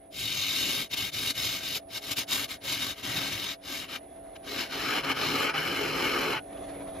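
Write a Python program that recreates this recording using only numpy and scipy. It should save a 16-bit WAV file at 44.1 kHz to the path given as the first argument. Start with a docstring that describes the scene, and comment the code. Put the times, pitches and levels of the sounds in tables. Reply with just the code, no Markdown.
"""A lathe motor hums from the start: shaft and belt sines over a noise drone, bearing rush and a thin whine.
From 0.1 s a steel tool shaves a wooden blank in passes with brief lifts: force-scaled noise, throbbing
43 times a second, excites resonances of tip, shank, blank, bed and stand, and fine dust hisses. From 4.4 s
dull knocks, made of decaying noise, join in; the cut deepens, and the motor slows after the last pass.
The stereo width comes from one noise common to both channels and a separate one in each."""
import sys
import numpy as np
from scipy import signal
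from scipy.fft import rfft, irfft, next_fast_len
from scipy.io import wavfile
from scipy.ndimage import uniform_filter1d, map_coordinates

SR = 44100
rng = np.random.default_rng(int(sys.argv[2]) if len(sys.argv) > 2 else 0)


def transcribe(u):
    """Save the signal u as a 16-bit wav file named by the first command-line argument.

    u: samples, shape (n,) or (channels, n), limited to [-1, 1]; the rate is SR.
    q: integer samples, one column per channel.
    """
    v = np.clip(np.atleast_2d(u).T, -1, 1)
    q = np.round(v * 32767).astype(np.int16)
    wavfile.write(sys.argv[1], SR, q)


N = 308693
TOP_HZ = 15740  # band limit

# Resonances of the parts struck by both cut and knocks; levels are relative within a part:
# centre_hz, width_hz, light_cut_db, deep_cut_db
BLANK_MODES = [(780, 110, 2.5, -5.5), (876, 21, -27, -1.5), (969, 116, 3, -10.5), (1137, 89, 5, -11.5),
               (1261, 183, 5, -1.5), (1470, 20, 3, 2.5), (1571, 88, 10, -7), (1630, 37, -0.5, -6),
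               (1726, 63, 4.5, -5), (1918, 144, 7.5, -11)]
SHANK_MODES = [(2127, 106, -3, -6.5), (2192, 99, 4, 3), (2297, 91, -5.5, -2), (2383, 80, 1, 2),
               (2573, 76, 0, 0), (2768, 106, 3.5, -3), (2953, 112, 6.5, 3), (3093, 54, -5, 1.5),
               (3217, 220, 2.5, -13)]
TIP_MODES = [(3460, 44, -6, 0.5), (3708, 92, 4.5, -18), (4030, 205, -5, -0.5), (4227, 130, -6.5, 3),
             (4524, 74, -6, -2.5), (4856, 150, -6, -2.5), (5155, 132, -6.5, 1.5), (5430, 230, -10, -4.5),
             (6000, 350, -18, -10.5), (6330, 82, -3.5, -10), (6950, 410, -69, -38)]


def amp(db):
    """Level law: amplitude gain is ten to the power of dB over 20."""
    return 10 ** (np.asarray(db) / 20)


def unit(x):
    """Power normalisation: x at rms 1."""
    return x / np.sqrt(np.mean(np.abs(x) ** 2) + 1e-20)


def along(points, hz, column=1):
    """Logarithmic frequency scale: interpolate a column of points whose first column is Hz."""
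    table = np.transpose(points)
    return np.interp(np.log(hz + 1), np.log(table[0] + 1), table[column])


def curves(rows):
    """Linear interpolation in time: one value per sample for each column after the time."""
    time_s, *columns = np.transpose(rows)
    return [np.interp(np.arange(N) / SR, time_s, column) for column in columns]


def wobble(rate_hz):
    """Band-limited random drift: a smooth curve through rate_hz random knots a second."""
    knots = rng.standard_normal(int(N * rate_hz / SR) + 4)
    return map_coordinates(knots, [np.arange(N) * rate_hz / SR])


def filtered(x, response):
    """Convolution theorem: multiply the spectrum of x by a complex response of frequency."""
    m = next_fast_len(N + SR // 4)
    spectrum = rfft(x, m) * response(np.fft.rfftfreq(m, 1 / SR))
    return irfft(spectrum, m)[..., :N]


def modes(table, column=2):
    """Modal superposition: resonances of a body add in power, passing white noise at rms 1."""
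    def response(f):
        power = 0
        for row in table:
            centre_hz, width_hz = row[:2]
            detuning = (f * f - centre_hz ** 2) / (f * width_hz + 1e-9)
            power = power + amp(2 * row[column]) / (1 + detuning ** 2) ** 1.465
        return unit(np.sqrt(power))
    return response


def colour(points):
    """Spectral shaping: a smooth response below the band limit, passing white noise at rms 1."""
    return lambda f: unit(amp(along(points, f)) * (f < TOP_HZ))


def noises():
    """Statistical independence: one noise common to both channels, then a separate one for each."""
    return rng.standard_normal((3, N))


def patchy(x, patchy_db):
    """Random modulation in time and frequency: bands swell and fade, alike in all noises."""
    z = signal.stft(x, nperseg=1024)[2]
    field = rng.standard_normal(z.shape[1:])
    field = uniform_filter1d(field, size=5, axis=0)  # across frequency
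    field = uniform_filter1d(field, size=7, axis=1)  # across time
    gain = unit(amp(patchy_db * unit(field)))
    return signal.istft(z * gain, nperseg=1024)[1][:, :N]


def motor():
    """Rotating machinery: lines at multiples of shaft speed, with broadband drone, rush and whine."""
    # Relative levels, before the recession during a cut: time_s, hum_db, whine_db, bearing_rush_db
    motor_levels = [(0, -57, -58.5, -68), (.7, -61.5, -59, -67), (1.85, -53.5, -56, -65.5),
                    (2.6, -56.5, -58, -66), (3.6, -56.5, -57.5, -65.5), (4.1, -52.5, -54, -62.5),
                    (4.5, -50, -53, -60.5), (5.5, -50, -50, -61), (6.4, -49.5, -49, -61),
                    (6.49, -47.5, -53, -58), (6.55, -44.5, -49.5, -52.5), (6.8, -44, -47, -53.5),
                    (7, -44.5, -47.5, -54)]
    # Shaft and belt lines: multiple_of_shaft_speed, relative_db
    shaft_lines = [(1, -10), (2, -8), (3, 2), (3.45, -12), (4.28, -7), (5, -12), (6, -4), (7, 11),
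                   (7.5, -8), (8, 0)]
    # Spectra of the drone and of the bearing rush: frequency_hz, relative_db_per_hz
    drone_spectrum = [(15, -29), (30, -9), (70, -4), (130, -12), (180, -9), (225, -13), (280, -4),
                      (400, -7), (560, -5), (660, 0), (800, -10.5), (1000, -36), (1400, -55)]
    rush_spectrum = [(500, -7), (900, 3), (1300, -1), (2000, -1.5), (3250, -10), (3400, -3.5), (3550, -7),
                     (5000, -16.5), (8000, -16), (9500, -23), (10800, -35), (15700, -56)]
    # Noise bands beside the whine's tone: centre_hz, width_hz, relative_db
    whine_bands = [(10030, 240, 3), (13950, 100, -15)]
    shaft_hz, slows_s, sag_hz_per_s = 94.9, 6.65, 6.07
    whine_hz = 9971  # centre of the unsteady tone
    hum_duck_db, drone_duck_db, whine_duck_db = 6, 1, 10  # how far each recedes at full force

    hum_db, whine_db, rush_db = curves(motor_levels)
    t = np.arange(N) / SR
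    cutting = uniform_filter1d(np.clip(pressure() / amp(-32.5), 0, 1), size=2000)

    speed_hz = shaft_hz - sag_hz_per_s * np.clip(t - slows_s, 0, None)
    turn = 2 * np.pi * np.cumsum(speed_hz) / SR + .05 * wobble(20)
    lines = 0
    for multiple, db in shaft_lines:
        start = rng.uniform(0, 2 * np.pi)
        lines = lines + amp(db + 1.75 * wobble(14)) * np.sin(multiple * turn + start)
    lines = lines * [[1], [0], [0]]  # in the common part only
    drone = amp(0.42 * wobble(16)) * filtered(noises(), colour(drone_spectrum))
    lines_gain = amp(-5.5 - hum_duck_db * cutting)
    drone_gain = amp(1.0 - drone_duck_db * cutting)
    hum = amp(hum_db) * (lines_gain * lines + drone_gain * drone)

    rush_noise = filtered(patchy(noises(), patchy_db=2.0), colour(rush_spectrum))
    rush = amp(rush_db + 1.8 * wobble(40)) * rush_noise

    start = rng.uniform(0, 2 * np.pi, (3, 1))
    tone = np.sin(2 * np.pi * whine_hz * t + 2.0 * wobble(25) + start)
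    bands = amp(-9) * filtered(noises(), modes(whine_bands))
    whine = amp(whine_db - whine_duck_db * cutting) * (tone + bands)
    return hum + rush + whine


def pressure():
    """Contact force as a gain: each pass enters, holds and leaves, and surges bend the level."""
    # Passes of the tool: touch_s, attack_s, hold_s, release_s, entry_db, exit_db
    passes = [(0.102, .11, 0.61, 0.075, -39.5, -40.5), (0.891, 0.046, 0.0029, 0.032, -39.5, -35.5),
              (.95, 0.028, 0.11, 0.034, -37, -42.5), (1.112, 0.028, 0.17, .03, -40.5, -36.5),
              (1.321, 0.067, .37, 0.058, -39, -42), (1.88, 0.072, 0.022, 0.039, -44, -39.5),
              (1.999, 0.041, 0.095, 0.026, -46.5, -43.5), (2.15, 0.036, 0.033, 0.043, -32.5, -40),
              (2.264, 0.072, 0.11, 0.032, -34.5, -40), (2.469, 0.041, 0.042, 0.039, -41.5, -48),
              (2.599, 0.081, 0.23, 0.056, -41, -40.5), (2.94, 0.096, 0.49, 0.046, -40, -42),
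              (3.604, 0.12, 0.12, 0.043, -41.5, -45.5), (3.863, 0.042, 0.056, 0.044, -44.5, -41),
              (4.348, .013, .004, .014, -53.5, -53), (4.419, 0.073, .12, 0.11, -46.5, -38.5),
              (4.672, 0.064, 0.25, 0.06, -41, -33.5), (5.019, .02, 0.076, 0.043, -42.5, -32.5),
              (5.128, 0.045, 0.3273, 0.04, -37, -35), (5.521, 0.029, 0.837, 0.021, -36.5, -34.5)]
    # The edge digs in (+) or eases off (-): centre_s, standard_deviation_s, change_db
    surges = [(.63, 0.15, 5.5), (1.46, 0.025, 3.5), (1.608, 0.019, -6), (1.77, 0.015, 8), (2.12, 0.0094, 9),
              (2.72, 0.03, 5), (2.78, 0.016, -2), (2.83, 0.014, 4), (3.02, 0.012, -11), (3.19, 0.055, 2.5),
              (3.33, 0.0076, 4), (4.6, 0.013, 1), (5.29, 0.012, -0.5), (5.42, 0.033, 3.5), (5.58, 0.031, 3),
              (5.77, .04, 0), (5.93, .03, -2), (6.06, .04, 2.5), (6.4, .03, -4), (5.45, .015, 1),
              (2.98, 0.0091, 1.5), (3.44, 0.0089, 3), (5.12, 0.012, 1), (2.321, 0.0088, 2.5),
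              (2.295, 0.0062, 2.5), (2.645, 0.0081, 4), (3.22, .01, 1), (.915, .006, 1.5),
              (3.175, .008, 3.5), (5.045, 0.0083, 5.5), (.4, 0.027, 2.5), (1.7, .03, 0.5),
              (4.85, 0.015, -0.5)]
    entry_bend, exit_bend = 1.42, 1.92  # curvature (exponent) of attack and release

    t = np.arange(0, N + 44, 44) / SR  # coarse grid, about 1 ms
    touch, attack, hold, release, entry_db, exit_db = np.transpose(passes)[..., None]
    since = t - touch
    entering = np.clip(since / attack, 0, 1) ** entry_bend
    leaving = np.clip((attack + hold + release - since) / release, 0, 1) ** exit_bend
    level_db = entry_db + (exit_db - entry_db) * np.clip((since - attack) / hold, 0, 1)
    surge_db = sum(db * np.exp(-.5 * ((t - s) / width) ** 2) for s, width, db in surges)
    force = np.sqrt(np.sum((entering * leaving * amp(level_db)) ** 2, axis=0)) * amp(surge_db)
    return np.interp(np.arange(N) / SR, t, force)


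def tearing(grain_db, throb_db):
    """Amplitude modulation: fibres break in clumps, and the level throbs 43 times a second."""
    throb_hz = 43
    throb_phase = 2 * np.pi * throb_hz * np.arange(N) / SR + .8 * wobble(4)
    drift_db = .35 * wobble(30)
    return unit(amp(grain_db * wobble(400) + throb_db * np.sin(throb_phase) + drift_db))


def cut():
    """Forced vibration: tearing drives every part; a deeper cut stirs other resonances of them."""
    # As the tool travels, part levels relative to the shank:
    # time_s, deep_share (0-1), tip_db, blank_db, bed_db, stand_db, dust_db (before a fixed lift)
    travel = [(0, 0.17, -0.5, -15, -12.5, -9, 0), (.4, 0, 2.5, -12.5, -13, -13, -8),
              (.75, 0.04, 1.5, -10.5, -8, -13, -5.5), (1.2, .04, 2.5, -9, -8.5, -10, -3.5),
              (1.6, .04, 4, -9, -10.5, -12.5, -4), (2.1, 0.04, 3, -7.5, -8.5, -12.5, -3),
              (2.4, 0.02, 2, -5.5, -7, -10.5, -3.5), (2.8, 0.03, 2, -7, -7.5, -11, -5),
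              (3.2, 0.04, 1, -3.5, -4, -5.5, -6), (3.45, 0.03, 2, -6.5, -9, -13.5, -7),
              (3.75, 0.06, 3, -6.5, -4, -13.5, -3.5), (3.92, 0.17, -3.5, -5, -10.5, -15.5, -10),
              (4.5, 0.14, 1, -5.5, -3.5, -14.5, -6.5), (4.8, 0.8, -1.5, -1.5, -4.5, -16.5, -10),
              (5.1, 0.88, -7, 1, -4.5, -13.5, -15), (5.27, 0.7, -1.5, -2, 0, -8.5, -11),
              (5.45, 0.99, -7.5, 0, -3.5, -15, -13.5), (5.52, 0.99, -8, 2, -5, -16, -21.5),
              (5.65, 0.96, -7.5, -0.5, -3, -13, -13.5), (5.9, .98, -4.5, -0.5, -1.5, -10.5, -14.5),
              (6.33, 1, -6.5, 1, 0, -11, -14.5), (6.4, 0.93, -14, 0, -12, -14, -28)]
    # Resonances of bed and stand: centre_hz, width_hz, light_cut_db, deep_cut_db (relative)
    bed_modes = [(276, 44, 3.5, -3), (357.4, 50, -6.5, -2.5), (420.8, 17.4, -3.5, 2), (482, 39, -18.5, -5),
                 (548, 28, -5, -4.5), (659, 103, -6.5, -14)]
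    stand_modes = [(38, 30, -11, -18), (64.6, 35, -3.5, -11), (114, 44, 5, -5.5), (152.5, 8.9, -18, 5.5),
                   (186.5, 28, -0.5, -3)]
    # Spectrum of the dust hiss: frequency_hz, relative_db_per_hz
    dust_spectrum = [(3000, -50), (5500, -7), (7500, 1), (9500, -2.5), (10400, 0), (11500, -3.5),
                     (13000, -4.5), (14000, -5.5), (14800, -13), (15700, -20)]
    usual_db = -38  # force about which the parts grow

    depth, tip_db, blank_db, bed_db, stand_db, dust_db = curves(travel)
    depth = np.clip(depth, 0, 1)
    push = pressure() / amp(usual_db)
    grain = amp(usual_db) * tearing(grain_db=1.13, throb_db=0.94)

    dust_growth = 1.09  # dB for each dB of force, as in the parts below
    dust_drive = amp(dust_db + 4.5) * push ** dust_growth * grain * patchy(noises(), patchy_db=2.5)
    light = filtered(dust_drive, colour(dust_spectrum))
    deep = 0
    # level over the shank in dB, growth in dB for each dB of force, resonances
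    parts = [
        (0, 1, SHANK_MODES),
        (tip_db, 1.033, TIP_MODES),
        (blank_db, 0.87, BLANK_MODES),
        (bed_db, 0.81, bed_modes),
        (stand_db, 0.83, stand_modes),
    ]
    for db, growth, part in parts:
        level = amp(db + 0.51 * wobble(25))
        drive = level * push ** growth * grain * patchy(noises(), patchy_db=1.44)
        light = light + filtered(np.sqrt(1 - depth) * drive, modes(part, column=2))
        deep = deep + filtered(np.sqrt(depth) * drive, modes(part, column=3))
    return light, deep


def taps():
    """Impact excitation: short noise blows of the tool on its rest ring in tool and blank."""
    # Knocks: start_s, relative_level_db
    knocks = np.array([(4.361, -31), (6.4394, -43), (6.5294, -36), (6.572, -32), (6.9064, -55)])
    since = np.clip(np.arange(N) / SR - knocks[:, :1], 0, 1)
    decay_db = 60 * since / 0.035  # 60 dB in 35 ms
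    rise = 1 - np.exp(-since / 0.002)
    blow = np.sum(amp(knocks[:, 1:] - 13.0 - decay_db) * rise, axis=0)
    tool = modes(SHANK_MODES + TIP_MODES)
    blank = modes(BLANK_MODES)
    return filtered(blow * noises(), lambda f: tool(f) + 0.44 * blank(f))


def stereo(sound, column):
    """Stereo width: one noise is common to both channels with a phase offset, the rest separate in each."""
    # Power share common to both channels: frequency_hz, share (0-1)
    common_share = [(60, .99), (180, .98), (300, .88), (500, .6), (1000, .75), (2000, .72), (3500, .85),
                    (5700, .55), (6400, .8), (7300, .45), (7900, .9999), (9300, .9999), (9700, .9),
                    (10100, .6), (11200, .35), (12000, .9), (12400, .999)]
    # Phase by which left leads right: frequency_hz, lead_rad
    phase_lead = [(200, 0), (450, -.3), (680, -1.7), (950, 0), (1500, .1), (3500, .6), (5200, .5),
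                  (5900, -.9), (7000, -1.1), (7800, -np.pi), (9500, -np.pi), (11000, -4.6),
                  (12200, -2 * np.pi)]
    # Left minus right: frequency_hz, light_cut_db, deep_cut_and_motor_db
    level_difference = [(160, 0, 0), (260, 3, 2.5), (520, -3, -.5), (850, 2, -3.5), (1070, 3.5, -1),
                        (1500, 2, .3), (2200, 6, 2), (3500, 3, 3), (5700, 1, 1.5), (7800, 0, 0)]
    side = np.array([[.5], [-.5]])  # half of each difference to either channel

    def share(f):
        return np.clip(along(common_share, f), 0, 1)

    def gain(f):
        return amp(side * along(level_difference, f, column))

    def common_response(f):
        return gain(f) * np.sqrt(share(f)) * np.exp(1j * side * along(phase_lead, f))

    common = filtered(sound[0], common_response)
    separate = filtered(sound[1:], lambda f: gain(f) * np.sqrt(1 - share(f)))
    return common + separate


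def scene():
    """Linear superposition: motor, cut and knocks add in both channels."""
    running = motor()
    light, deep = cut()
    return stereo(light + taps(), column=1) + stereo(deep + running, column=2)


def record(dry):
    """Band limitation: nothing is kept at or above the band limit."""
    return filtered(dry, lambda hz: hz < TOP_HZ)


dry = scene()
out = record(dry)
transcribe(out)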